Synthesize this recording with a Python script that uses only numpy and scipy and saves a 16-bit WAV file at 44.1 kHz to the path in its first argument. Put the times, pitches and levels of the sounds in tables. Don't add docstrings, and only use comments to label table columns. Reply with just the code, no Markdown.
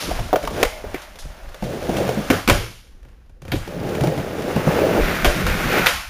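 import sys
import numpy as np
from scipy import signal
from scipy.fft import rfft, irfft, next_fast_len
from scipy.io import wavfile

SR = 44100
rng = np.random.default_rng(int(sys.argv[2]) if len(sys.argv) > 2 else 0)


def generate_wav(signal):
    frames = np.transpose(np.atleast_2d(signal))
    scaled = np.clip(frames, -1, 1) * 32767
    pcm = np.round(scaled).astype(np.int16)
    wavfile.write(sys.argv[1], SR, pcm)


def amplitude_ratio(level_db):
    exponent = np.asarray(level_db, float) / 20
    return 10 ** exponent


N = 268701
SCENE_CHANGE_S = 5.0

# (frequency [Hz], width [Hz], level [dB])
PLYWOOD_MODES = [(287, 43, -4.5), (360, 63, -0.5), (426.7, 58, 1), (495, 62, 1.5), (585, 61.5, 0.5),
                 (659.6, 60, -0.5), (811, 106, -8)]
# (frequency [Hz], width [Hz], level [dB])
HOLLOW_MODES = [(69, 7.4, -13.5), (84.1, 29, -2.5), (110, 21.8, -2), (129.2, 12, 0.5), (163.2, 22.6, 3.5),
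                (200, 113, -1)]
# (frequency [Hz], density [dB per Hz])
METAL_SPECTRUM = [(2060, -7.5), (3500, -1.5), (4090, -4), (5930, -4.5), (7230, -7), (7700, -7),
                  (10000, -56.5), (16900, -120)]


def rms_one(x):
    return x / np.sqrt(np.mean(x ** 2) + 1e-20)


def in_time(rows):
    s, *columns = np.transpose(rows)
    return [np.interp(np.arange(N) / SR, s, column) for column in columns]


def at_hz(points, hz):
    known_hz, value = np.array(points).T
    return np.interp(np.log(hz + 1), np.log(known_hz), value)


def drift(rate_hz):
    step = 40
    r = np.exp(-2 * np.pi * step * rate_hz / SR)
    noise = rng.standard_normal(N // step + 2002)
    slow = signal.lfilter([1], [1, -2 * r, r * r], noise)[2000:]
    return np.interp(np.arange(N) / step, np.arange(len(slow)), rms_one(slow))


def band(x, lo_hz, hi_hz):
    sos = signal.butter(2, [lo_hz, min(hi_hz, .45 * SR)], "band", fs=SR, output="sos")
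    return signal.sosfilt(sos, x + 1e-18)


def body(x, modes, widen):
    out, power = 0, 0
    for k, (hz, width_hz, level_db) in enumerate(modes):
        r = np.exp(-np.pi * widen * width_hz / SR)
        gain = (1 - r * r) / 2
        b = gain * np.array([1, 0, -1])
        a = [1, -2 * r * np.cos(2 * np.pi * hz / SR), r * r]
        sign = (-1) ** k
        out = out + sign * amplitude_ratio(level_db) * signal.lfilter(b, a, x + 1e-18)
        power += amplitude_ratio(2 * level_db) * gain
    return out / np.sqrt(power)


def sheet(x, modes, top_hz, widen):
    return signal.sosfilt(signal.butter(2, top_hz, fs=SR, output="sos"), body(x, modes, widen))


def coloured(x, spectrum):
    hz = np.linspace(0, SR / 2, 513)
    inside = (hz > spectrum[0][0]) & (hz < spectrum[-1][0])
    squared = amplitude_ratio(2 * at_hz(spectrum, hz)) * inside + 1e-6
    taps = signal.minimum_phase(signal.firwin2(511, hz, squared, fs=SR))
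    return signal.oaconvolve(x, taps / np.linalg.norm(taps))[:len(x)]


def grit(per_s, spread_db, smooth):
    heights = amplitude_ratio(spread_db * np.minimum(rng.exponential(1, N), 4))
    heights = heights * rng.choice([-1, 1], N)
    bumps = rms_one(heights * (rng.random(N) < per_s / SR))
    return rms_one(bumps + smooth * rng.standard_normal(N))


def rolling():
    # (time [s], wheel speed as grind [dB], weight on the sheet as drum [dB])
    handling = [
        (0.0, -33.5, -32),
        (.17, -36.5, -34.5),
        (.32, -42.5, -49),
        (.37, -42, -56),
        (.52, -41, -31),
        (.62, -31, -22.5),
    ]
    run_up = [
        (.66, -37, -50),
        (.74, -47, -38.5),
        (.83, -44, -41.5),
        (.92, -44, -40),
        (.98, -38.5, -53),
        (1.13, -51.5, -50),
        (1.24, -50, -50.5),
        (1.48, -49, -45),
        (1.61, -48, -52),
    ]
    climb = [
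        (1.65, -44, -29),
        (1.8, -39.5, -28.5),
        (1.91, -35.5, -23),
        (2.03, -33.5, -21),
        (2.17, -36, -26.5),
        (2.29, -35, -32),
        (2.36, -29.5, -27),
        (2.47, -44, -56),
    ]
    stall = [
        (2.55, -35, -31),
        (2.65, -41, -39.5),
        (2.81, -64, -65.5),
        (3.11, -63, -60.5),
        (3.27, -68, -71),
        (3.41, -70, -60.5),
        (3.48, -49.5, -49),
        (3.66, -43, -48),
    ]
    descent = [
        (3.69, -42, -34),
        (3.78, -43.5, -28),
        (3.94, -36.5, -24.5),
        (4.08, -35.5, -22.5),
        (4.3, -38, -27.5),
        (4.45, -36, -25.5),
        (4.63, -30, -23.5),
        (4.87, -27, -15.5),
        (5.0, -28, -14.5),
    ]
    box_ride = [
        (5.01, -24, -22.5),
        (5.18, -26.5, -30.5),
        (5.45, -30, -29),
        (5.5, -28.5, -30),
        (5.68, -25.5, -28.5),
        (5.745, -19, -20),
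        (5.81, -19.5, -20),
        (5.89, -26.5, -43),
        (6.09, -44, -87),
    ]
    # (boom at middle weight [dB], bearing hiss at middle speed [dB],
    # tilt to upper sheet resonances [dB])
    surfaces = [
        (-29, -42.5, 2),
        (-40, -46.5, 7.5),
        (-28.5, -44, 2),
        (-38, -51, -1.5),
        (-28.5, -46, 1.1),
        (-24.5, -46, 0.5),
    ]
    # (frequency [Hz], density [dB per Hz])
    ramp_grind = [(410, -36.5), (700, -8), (978, -9.5), (1520, -9), (2570, -15), (2820, -16), (3820, -32.5),
                  (4500, -42), (5850, -36), (9900, -120)]
    box_grind = [(410, -42), (700, 1.5), (912, -6), (1400, 2), (2000, -1), (2430, -1.5), (2980, -10),
                 (4500, -18), (5850, -33), (9900, -120)]

    moves = zip([handling, run_up, climb, stall, descent, box_ride], surfaces)
    rows = [row + under for move, under in moves for row in move]
    grind_db, ply_db, boom_db, hiss_db, tilt_db = in_time(rows)
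    boom_db = boom_db + 0.55 * (ply_db + 30)
    hiss_db = hiss_db + 0.78 * (grind_db + 40)
    press = drift(8.7)
    lumps_db = 1.5 * press + drift(9)

    bumps = grit(900, 4.5, 0.78)
    ply = amplitude_ratio(-tilt_db) * sheet(bumps, PLYWOOD_MODES[:4], top_hz=580.0, widen=0.74)
    ply += amplitude_ratio(tilt_db - 6.0) * sheet(bumps, PLYWOOD_MODES[4:], top_hz=970.0, widen=1.07)
    ply *= amplitude_ratio(ply_db + 0.26 * press + 1.3 * drift(38.5))

    boom = amplitude_ratio(boom_db + lumps_db) * sheet(grit(400, 3.0, 1), HOLLOW_MODES, top_hz=300., widen=1.21)

    wheels = grit(2500, 3.6, 1.03)
    on_ramp = np.arange(N) < SCENE_CHANGE_S * SR
    wheels = np.where(on_ramp, coloured(wheels, ramp_grind), coloured(wheels, box_grind))
    grind = amplitude_ratio(grind_db + 0.6 * press + 0.7 * drift(30)) * wheels

    bearings = coloured(grit(5000, 7.2, 3.1), METAL_SPECTRUM)
    hiss = amplitude_ratio(hiss_db + 0.91 * press + 0.25 * drift(30)) * bearings
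    return ply + boom + grind + hiss


def friction_bursts(rows, width, rise):
    t = np.arange(SR // 4) / SR
    out = np.zeros(N + len(t))
    for s, level_db, hz, fade_s in rows:
        rub = rng.standard_normal(len(t)) * amplitude_ratio(4.7 * rng.standard_normal(len(t)))
        edges = hz * (1 - width / 2), hz * (1 + width / 2)
        rub = rms_one(band(band(rub, *edges), *edges))
        swell = (1 - np.exp(-t / (rise * fade_s))) * np.exp(-t / fade_s)
        at = round(s * SR)
        out[at:at + len(t)] += amplitude_ratio(level_db) * rub * swell
    return out[:N]


def snaps():
    # (time [s], rms level [dB], centre [Hz], fade [s])
    snap_events = [(.0002, -27, 4670, 0.068), (.3582, -15, 1200, 0.0029), (.6292, -3, 1643, 0.0033),
                   (.8402, -32, 580, .004), (1.0152, -40, 4970, 0.019), (1.1872, -37.5, 5240, 0.037),
                   (3.5182, -18, 3100, 0.0034), (3.5202, -29, 3030, 0.031), (4.6742, -8.5, 820, 0.0024),
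                   (5.8622, -8, 3130, 0.0011), (5.8682, -4, 2760, 0.0047)]
    return friction_bursts(snap_events, width=0.99, rise=0.066)


def strike(response, levels_db, contact_s, click):
    t = np.arange(len(response)) / SR
    chatter = rng.standard_normal((len(levels_db), len(t))) * np.exp(-t / contact_s)
    chatter[:, 0] = click
    rings = signal.fftconvolve(chatter, response[None], axes=1)[:, :len(t)]
    rings *= (amplitude_ratio(levels_db) / np.abs(rings).max(axis=1))[:, None]
    sent = np.linalg.norm(rings, axis=1)[:, None] * response / np.linalg.norm(response)
    return np.array([rings, sent])


def knocks():
    # (time [s], blow into the wood [dB], deck clack [dB], tone of the struck spot [Hz])
    handled = [(.0864, -25.5, -39, 302), (.109, -25, -22, 610), (.1947, -23, -24, 110),
               (.2907, -33, -37, 626), (.3294, -6.5, -18.5, 700), (.3390, -8.5, -26.5, 730),
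               (.3580, -13, -14.5, 640), (.4279, -40, -24, 493), (.4377, -21, -29, 580),
               (.4511, -30, -20, 440), (.4739, -25.5, -17, 640), (.5079, -31, -30, 435),
               (.5765, -25, -37.5, 622), (.6288, -8.5, -2.5, 478), (.6496, -27, -14.5, 495),
               (.841, -27, -39, 422), (.8624, -33, -47, 89), (.9436, -21.5, -24, 374),
               (1.1562, -41.5, -34, 524), (1.1874, -41, -30, 830), (1.2497, -35, -50, 146),
               (1.4904, -44, -38, 89.5), (1.5446, -35.5, -27, 520)]
    joints = [(1.6236, -19.5, -28, 189), (1.64, -35, -26.5, 122), (1.8923, -14, -25, 187),
              (1.968, -24, -18.5, 302), (1.9853, -18, -24, 592), (2.0782, -23, -22, 129),
              (2.0907, -13.5, -19, 524), (2.174, -20, -33, 210), (3.676, -28.5, -33, 358),
              (3.8007, -25.5, -31, 103), (3.8904, -33, -30, 409), (3.9506, -23, -22.5, 167),
              (4.0083, -15.5, -20, 129), (4.0367, -16, -21, 337), (4.0712, -15, -21, 159),
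              (4.177, -21.5, -25.5, 157), (4.4204, -42, -26.5, 510), (4.5625, -12.5, -24, 161),
              (4.671, -9, -29, 162.3), (4.8386, -13.5, -38, 556)]
    coping = [(2.3014, -10, -4.5, 259), (2.3102, -20, -7.5, 101), (2.329, -18, -18, 420),
              (2.3492, -47, -25, 318), (2.4765, -15.5, -2, 208), (2.4867, -12, -3, 337),
              (2.4976, -9, 4.5, 725), (2.5098, -9.5, -17.5, 113), (2.5215, -14.5, -23.5, 105),
              (2.5808, -30.5, -29, 91.4), (2.8689, -58, -44, 500), (3.0298, -56.5, -44.5, 523),
              (3.05, -43.5, -44, 126), (3.0852, -57, -46, 482), (3.261, -54.5, -55.5, 131),
              (3.295, -47, -48.5, 89.7), (3.419, -36.5, -34, 137), (3.451, -31.5, -33.5, 85.5),
              (3.48, -27.5, -30.5, 94), (3.52, -20, -13.5, 146), (3.5352, -20, -21, 125),
              (3.5549, -23, -23, 101)]
    box = [
        (5.246, -11.5, -3, 697),
        (5.2542, -15, -6.5, 717),
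        (5.2778, -22.5, -31, 476),
        (5.466, -21, -8.5, 99),
        (5.861, -24, 1.5, 485),
        (5.8666, -19.5, -12, 980),
        (5.8854, -42, -6.5, 685),
    ]
    # (frequency [Hz], width [Hz], level [dB])
    deck_modes = [(963, 140, 0), (1410, 530, 1.5), (2330, 320, 2.3), (2644, 240, 0.5), (3155, 710, -5)]

    kinds = [handled, joints, coping, box]
    s, wood_db, clack_db, spot_hz = np.vstack(kinds).T
    octaves = np.log2(spot_hz / 210)
    thud_db = wood_db - 11.5 * np.maximum(octaves, 0)
    knock_db = wood_db - 4 * np.maximum(-octaves, 0)
    # level at a clack of 0 dB, for each kind
    rattle_db = np.repeat([-16, -15, -19, -20], [len(kind) for kind in kinds])
    crack_db = rattle_db + 0.92 * clack_db

    click = signal.unit_impulse(SR // 8)
    deck = body(click, deck_modes, widen=0.84)
    hollow = sheet(click, HOLLOW_MODES, top_hz=370.0, widen=1.22)
    plywood = sheet(click, PLYWOOD_MODES, top_hz=2100.0, widen=1.73)
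    trucks = coloured(click, METAL_SPECTRUM)
    parts = strike(deck, clack_db - 3.5, contact_s=0.0048, click=4.1)
    parts += strike(hollow, thud_db - 4.5, contact_s=0.0078, click=3.2)
    parts += strike(plywood, knock_db + 0.5, contact_s=0.0043, click=6.2)
    parts += strike(trucks, crack_db + 9.5, contact_s=0.0059, click=1.0)

    turns = spot_hz[:, None] * np.arange(len(click)) / SR
    low_spot = octaves < 0
    spot_db = np.where(low_spot, thud_db + 1.0, knock_db + 5.0)
    cycles = np.where(low_spot, 3., 2.8)[:, None]
    envelope = np.exp(-turns / cycles) * (1 - np.exp(-turns / 0.097))
    parts += amplitude_ratio(spot_db)[:, None] * np.sin(2 * np.pi * turns) * envelope

    share_db = np.select([s < 1.3, s < SCENE_CHANGE_S], [-10.5, -5.5], -0.5)
    parts[1] *= amplitude_ratio(share_db)[:, None]
    out = np.zeros((2, N + len(click)))
    for k, at in enumerate(np.round(s * SR).astype(int)):
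        out[:, at:at + len(click)] += parts[:, k]
    return out[:, :N]


def rubs():
    # (time [s], rms level [dB], centre [Hz], fade [s])
    rub_events = [(.1082, -16.5, 750, 0.0074), (.1852, -20, 740, 0.0072), (.3302, -18.5, 1240, 0.0049),
                  (.4402, -30, 2200, 0.0095), (.4742, -11.5, 1040, 0.0035), (.9442, -25, 2090, 0.013),
                  (2.3062, -20, 1470, .03), (3.4852, -57, 6200, .013), (3.5302, -17, 314, 0.017),
                  (3.5352, -40, 7240, 0.046), (5.2502, -14.5, 3240, 0.0097), (5.4702, -26, 2370, 0.037),
                  (5.8702, -29, 1030, 0.057)]
    return friction_bursts(rub_events, width=.45, rise=.3)


def low_thumps():
    # (time [s], level [dB])
    thumps = [(.12, -19.5), (.22, -20), (.45, -29), (.66, -28), (.86, -28), (1.252, -26.5), (1.46, -32),
              (1.63, -34), (1.95, -35), (2.31, -42), (2.52, -17), (3.12, -38.5), (3.57, -26), (3.95, -44),
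              (4.23, -44), (4.62, -42), (5.025, -17), (5.277, -17.5), (5.475, -17), (5.65, -24),
              (5.79, -28.5), (5.945, -31), (6.09, -29)]
    t = np.arange(N) / SR
    shake_db = np.full(N, -45.5)
    for s, level_db in thumps:
        away_db = np.maximum(294 * (s - t), 145 * (t - s))
        shake_db = np.maximum(shake_db, level_db - away_db)
    rumble = band(band(rng.standard_normal(N), 16.0, 60.), 11.0, 75.)
    return amplitude_ratio(shake_db + 0.57 * drift(11)) * rms_one(rumble)


def loft(x):
    # (frequency [Hz], time to fall 60 dB [s])
    decay = [(60, 0.51), (250, 0.37), (800, 0.27), (2000, 0.48), (5000, 0.73), (14000, 0.39)]
    # (frequency [Hz], level [dB])
    colour = [(60, 0.5), (250, -15), (800, 2), (2000, -10), (5000, -6.5), (14000, 3.5)]
    t = np.arange(SR) / SR
    answer = 0
    for hz in 45 * 2. ** np.arange(9):
        echoes = band(rng.standard_normal(SR), hz / np.sqrt(2), hz * np.sqrt(2))
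        echoes = rms_one(echoes) * np.sqrt(hz / SR)
        answer = answer + amplitude_ratio(at_hz(colour, hz) - 60 * t / at_hz(decay, hz)) * echoes
    build_up = 1 - np.exp(-(t / 0.0031) ** 2)
    answer = answer * build_up * amplitude_ratio(-24.5)
    return signal.oaconvolve(x, answer)[:N]


def scene():
    wheels = rolling()
    scuffs = snaps() + rubs()
    direct, to_walls = knocks()
    tail = loft(to_walls + amplitude_ratio(-7.5) * scuffs)
    return (wheels + direct + scuffs + tail + low_thumps())[None]


def roll_off(x):
    return signal.sosfilt(signal.butter(12, 16400, fs=SR, output="sos"), x)


def record(dry):
    camera_rate_hz, top_hz = 16000, 15620
    guard = signal.cheby2(6, 30, 9300., fs=SR, output="sos")
    kept = signal.sosfilt(guard, 2.726 * np.tanh(dry / 2.535))
    mirrored = kept * (1 + 2 * np.cos(2 * np.pi * camera_rate_hz * np.arange(N) / SR))
    size = next_fast_len(N + SR // 4)
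    hz = np.arange(size // 2 + 1) * SR / size
    hold = np.sinc(hz / camera_rate_hz) * (hz < camera_rate_hz)
    held = irfft(rfft(mirrored, size) * hold, size)
    top = np.clip((top_hz - hz) / 120, 0, 1) ** 2
    mix = irfft(rfft(np.clip(held, -1, 1)) * top, size)[:, :N]
    return roll_off(mix)


dry = scene()
out = record(dry)
generate_wav(out)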